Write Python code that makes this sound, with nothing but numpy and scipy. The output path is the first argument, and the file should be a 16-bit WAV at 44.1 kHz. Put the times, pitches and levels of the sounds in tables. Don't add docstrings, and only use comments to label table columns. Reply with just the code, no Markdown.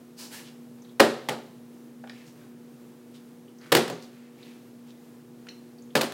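import sys
import numpy as np
from scipy import signal
from scipy.fft import rfft, irfft
from scipy.io import wavfile
from scipy.ndimage import uniform_filter1d

SR = 44100
rng = np.random.default_rng(int(sys.argv[2]) if len(sys.argv) > 2 else 0)


def dump_mix(stems):
    frames = np.atleast_2d(stems).T
    limited = np.clip(frames, -1, 1)
    pcm = np.round(limited * 32767).astype(np.int16)
    wavfile.write(sys.argv[1], SR, pcm)


N = 270333

# t/s, crack level/dB, crumple length/s, thump level/dB,
# squareness (0 = on the thin wall, 1 = flat on the stiff base)
HITS = [ (0.997, -14.5, 0.0036, -19.5, 0.96), (1.0006, -7, 0.0043, -18.5, 0.94),
        (1.287, -20.5, 0.0014, -24.5, 0.76), (1.2932, -20, 0.0016, -49, 0.86),
        (3.719, -14, 0.0082, -17.5, 0.38), (3.75, -6, 0.00063, -15, 0.33),
        (3.766, -20, 0.0081, -18.5, 0.67), (3.878, -30, 0.0038, -52, 1), (3.899, -30.5, 0.0026, -25.5, .65),
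        (5.9526, -14.5, 0.0046, -25, 0.91), (5.961, -26.5, 0.018, -15.5, 0.5),
        (6.0105, -20, 0.0011, -45, .35), (6.0141, -18.5, .0015, -29, 0.045), (6.032, -26, .002, -50, 0.092),
        (6.1212, -35.5, .0024, -50, 0.37), ]
# f/Hz, level/dB, time to fade by 60 dB/s
TABLE_NOTES = [(105.9, -29, 0.11), (143.8, -10.5, 0.11), (172, -17, 0.24), (230.7, -12, 0.32),
               (280, -9, 0.13), (365, -12.5, 0.14), (379, -13, 0.19), (413, -9.5, 0.22), (505, -6.5, 0.22),
               (564.3, -7, 0.086), (660, -3.5, 0.018), (729.7, -8.5, 0.14), (823, -8, 0.031),
               (1171, -11, 0.05), (1438, -12, 0.12), (1684, -20, 0.062), (1890, 2.5, 0.042)]
# f/Hz, level/dB
SHELL_TONE = [(60, -40), (130, -7), (400, 3), (800, 2), (1200, -0.5), (1950, -1), (2400, -4), (2900, -3),
              (3500, -4), (4300, -4), (6200, -12), (7600, -12.5), (9500, -14), (16000, -17)]

def landings(size=32768):
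    buckle_rise_s, buckle_fade_s = .0003, .02
    out, t = np.zeros(N), np.arange(size) / SR
    table = sum(undb(db) * np.sin(2 * np.pi * hz * t) * fade(t, fade_s) * (-1) ** k
                for k, (hz, db, fade_s) in enumerate(TABLE_NOTES))
    for s, crack_db, crumple_s, thump_db, squareness in HITS:
        tilt_db = np.interp(squareness, [0, 1], [1, -1.56])
        contact_s = np.interp(squareness, [0, 1], [.0023, .0001])
        buckling = (1 - np.exp(-t / buckle_rise_s)) * fade(np.maximum(t - crumple_s, 0), buckle_fade_s)
        shell = undb(crack_db) * np.linalg.norm(buckling) * tone_filter(SHELL_TONE, tilt_db)
        crack = convolve(unit(clicks(size, spread_db=3.0) * buckling), shell)
        push = t * fade(t, 2 * contact_s)
        thump = undb(thump_db) * convolve(table, push / push.sum())
        echoes = room_echoes(size)
        add(out, s, crack + thump + convolve(echoes, shell) + convolve(echoes, thump))
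    return out


# t/s, f/Hz, level/dB
AIR_POCKETS = [(.999, 320, -17), (1.005, 546, -10), (1.006, 395.5, -12), (1.288, 840, -21),
               (3.723, 457, -13.5), (3.751, 360, -16.5), (5.958, 320, -21.5), (5.959, 553, -17.5)]

def water_slaps(rise_s=.00081, fade_cycles=30):
    out, t = np.zeros(N), np.arange(SR // 2) / SR
    for s, hz, db in AIR_POCKETS:
        loudness = undb(db) * (1 - np.exp(-t / rise_s)) * fade(t, fade_cycles / hz)
        add(out, s, loudness * np.sin(2 * np.pi * hz * t))
    return out


# t/s, level/dB, f/Hz, sharpness (Q)
SNAPS = [(2.038, -37.5, 660, 3.4), (2.04, -43, 1540, 2), (2.074, -44, 1990, 1.5), (2.096, -39, 3110, 1.6),
         (2.097, -41, 1655, 3), (3.925, -47.5, 6660, 13), (4.429, -47.5, 3960, 5), (5.469, -44, 1970, 1.2),
         (5.486, -39.5, 2700, 2.2), (5.4888, -40.5, 4086, 24), (5.488, -47, 5720, 8)]

def shell_snaps():
    out = np.zeros(N)
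    for s, db, hz, q in SNAPS:
        add(out, s, undb(db) * tick(hz, q))
    return out


def tick(hz, q, size=4096):
    t, width_hz = np.arange(size) / SR, hz / q
    wander = np.cumsum(rng.standard_normal(size)) * np.sqrt(2 * np.pi * width_hz / SR)
    ring = resonate(np.sin(2 * np.pi * hz * t + wander), hz, 2 * width_hz)
    return ring / ring.std() * fade(t, fade_s=.027 * q ** .22)


# loudest t/s, level/dB, ring f/Hz, ring level before halving/dB
SCUFF_STROKES = [(.201, -46, 5000, 6.5), (.335, -44.5, 2037, 10)]
# f/Hz, level/dB
SCUFF_TONE = [(300, -8.5), (900, 5.5), (1250, -2), (1700, 2), (2400, -2.5), (2750, 2.5), (3500, 0.5),
              (4700, 3.5), (6000, 0), (7500, 1.5), (11000, 0), (16000, -4.5)]

def scuffs(q=2.1):
    out = np.zeros(N)
    for s, db, hz, ring_db in SCUFF_STROKES:
        rub = convolve(clicks(N, spread_db=2.0), tone_filter(SCUFF_TONE))
        ring = undb(ring_db) * resonate(rub, hz, hz / q) / 2
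        out += undb(db) * stroke(s, rise_s=.021, fall_s=.076) * (rub + ring)
    return out


# loudest t/s, length/s, level/dB, f/Hz
ARM_MOVES = [(0.463, 0.057, -54.5, 3370), (2.163, 0.16, -58, 2300), (2.276, .045, -59.5, 5000),
             (2.42, .09, -63.5, 1370), (3.15, 0.036, -56, 3670), (3.648, .11, -54, 1500),
             (4.03, 0.035, -54.5, 4200), (4.173, 0.25, -64, 2000), (4.452, 0.2, -59, 2500),
             (4.885, 0.058, -61.5, 3300)]

def rustles(crinkles_per_move=3, swish_q=1.7):
    crinkle_db, spread_db, spread_octaves = -3.5, 5.5, .502
    out, grain = np.zeros(N), clicks(N, spread_db=7.5)
    for s, length_s, db, hz in ARM_MOVES:
        rise_s = .33 * length_s
        swish = resonate(grain, hz, hz / swish_q)
        out += undb(db) * stroke(s, rise_s, length_s - rise_s) * swish / swish.std()
        for when, strength, pitch in rng.uniform(-1.1, 1, (crinkles_per_move, 3)):
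            gain = undb(db + crinkle_db + spread_db * strength)
            crinkle = tick(hz * 2 ** (spread_octaves * pitch), q=3.1)
            add(out, s - rise_s + length_s * (1 + when) / 2, gain * crinkle)
    return out


# start t/s, end t/s
FLIGHT_TIMES = [(.82, .92), (3.46, 3.62), (5.76, 5.94)]

def drips(drops_per_flight=3, level_db=-55, middle_hz=4600, spread_octaves=.6):
    out = np.zeros(N)
    for start_s, end_s in FLIGHT_TIMES:
        for when, pitch in rng.random((drops_per_flight, 2)):
            hz = middle_hz * 2 ** (spread_octaves * (2 * pitch - 1))
            add(out, start_s + when * (end_s - start_s), undb(level_db) * tick(hz, q=7))
    return out


# f/Hz, time to fade by 60 dB/s
ECHO_TIMES = [(120, 0.622), (500, 0.56), (2000, 0.63), (5000, 0.65), (9000, 0.48), (16000, .3)]
# f/Hz, level/dB
ECHO_LEVELS = [(120, -4), (400, 2), (1000, -2.5), (3000, -5.5), (8000, -3.5), (16000, -11)]

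def room_echoes(size=32768, early_db=8, early_fade_s=.37):
    t = np.arange(size) / SR
    spectrum, hz = rfft(rng.standard_normal(size)), np.fft.rfftfreq(size, 1 / SR)
    centres_hz = np.geomspace(125, 16000, 8)
    build_up = np.clip((t - .003) / .0055, 0, 1) * (1 + undb(early_db) * fade(t, early_fade_s))
    echoes = np.zeros(size)
    for centre, weights in zip(centres_hz, np.eye(len(centres_hz))):
        band = irfft(spectrum * look_up(np.c_[centres_hz, weights], hz))
        decay = unit(build_up * fade(t, look_up(ECHO_TIMES, centre)))
        echoes += undb(look_up(ECHO_LEVELS, centre)) * band * decay
    return echoes


# multiple of the mains frequency, level/dB
HUM_NOTES = [(2, -73.5), (4, -49.5), (6, -63), (8, -62.5)]
# f/Hz, level/dB
FAN_TONE = [(30, -45), (45, -35), (60, -18.5), (95, -29.5), (115, -5), (145, 1), (190, -8), (280, -2),
            (420, -7), (600, -14), (1000, -19), (2200, -26), (5000, -30), (16000, -32.5)]

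def appliance(mains_hz=59.95, fan_db=-53.5):
    hum, t = np.zeros(N), np.arange(N) / SR
    for multiple, db in HUM_NOTES:
        gain = undb(db + 1.6 * drift(rate_hz=11)) * np.sqrt(2)
        hum += gain * np.sin(2 * np.pi * (round(multiple) * mains_hz * t + rng.random()))
    rush = convolve(rng.standard_normal(N), tone_filter(FAN_TONE))
    return hum + rush * undb(fan_db + .73 * drift(rate_hz=8.5))


def undb(db):
    return 10 ** (np.asarray(db) / 20)


def look_up(points, hz):
    f, value = np.transpose(points)
    return np.interp(np.log(np.maximum(hz, 1)), np.log(f), value)


def unit(x):
    return x / np.sqrt(np.sum(x ** 2))


def add(track, s, sound):
    i = max(int(s * SR), 0)
    track[i:i + len(sound)] += sound[:max(len(track) - i, 0)]


def convolve(x, response):
    return signal.fftconvolve(x, response)[:len(x)]


def tone_filter(points, tilt_db=0, size=4096):
    hz = np.maximum(np.fft.rfftfreq(size, 1 / SR), 20)
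    cepstrum = irfft(np.log(undb(look_up(points, hz) + tilt_db * np.log2(hz))))
    cepstrum[1:size // 2] *= 2
    cepstrum[size // 2 + 1:] = 0
    return unit(irfft(np.exp(rfft(cepstrum))))


def resonate(x, hz, width_hz):
    return signal.lfilter(*signal.iirpeak(hz, hz / width_hz, fs=SR), x)


def clicks(count, spread_db):
    x = rng.standard_normal(count) * undb(spread_db * rng.standard_normal(count))
    return x / x.std()


def drift(rate_hz):
    hold = int(SR / rate_hz)
    steps = np.repeat(rng.standard_normal(N // hold + 1), hold)
    smooth = uniform_filter1d(uniform_filter1d(steps, hold), hold)[:N]
    return smooth / smooth.std()


def stroke(peak_s, rise_s, fall_s):
    t = np.arange(N) / SR - peak_s
    return np.exp(-(t / np.where(t < 0, rise_s, fall_s)) ** 2)


def fade(t, fade_s):
    return np.exp(-np.log(1000) * t / fade_s)


def scene():
    hits, hum = landings(), appliance()
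    small_sounds = water_slaps() + shell_snaps() + scuffs() + rustles() + drips()
    return (hits + small_sounds + convolve(small_sounds, room_echoes()) + hum)[None]


def record(dry, ceiling=.82, bottom_hz=62, top_hz=15900):
    rounded = dry / (1 + (dry / ceiling) ** 4) ** (1 / 4)
    thin = signal.sosfilt(signal.butter(4, bottom_hz, "highpass", fs=SR, output="sos"), rounded)
    return signal.sosfilt(signal.ellip(10, .2, 80, top_hz, fs=SR, output="sos"), thin)


dry = scene()
out = record(dry)
dump_mix(out)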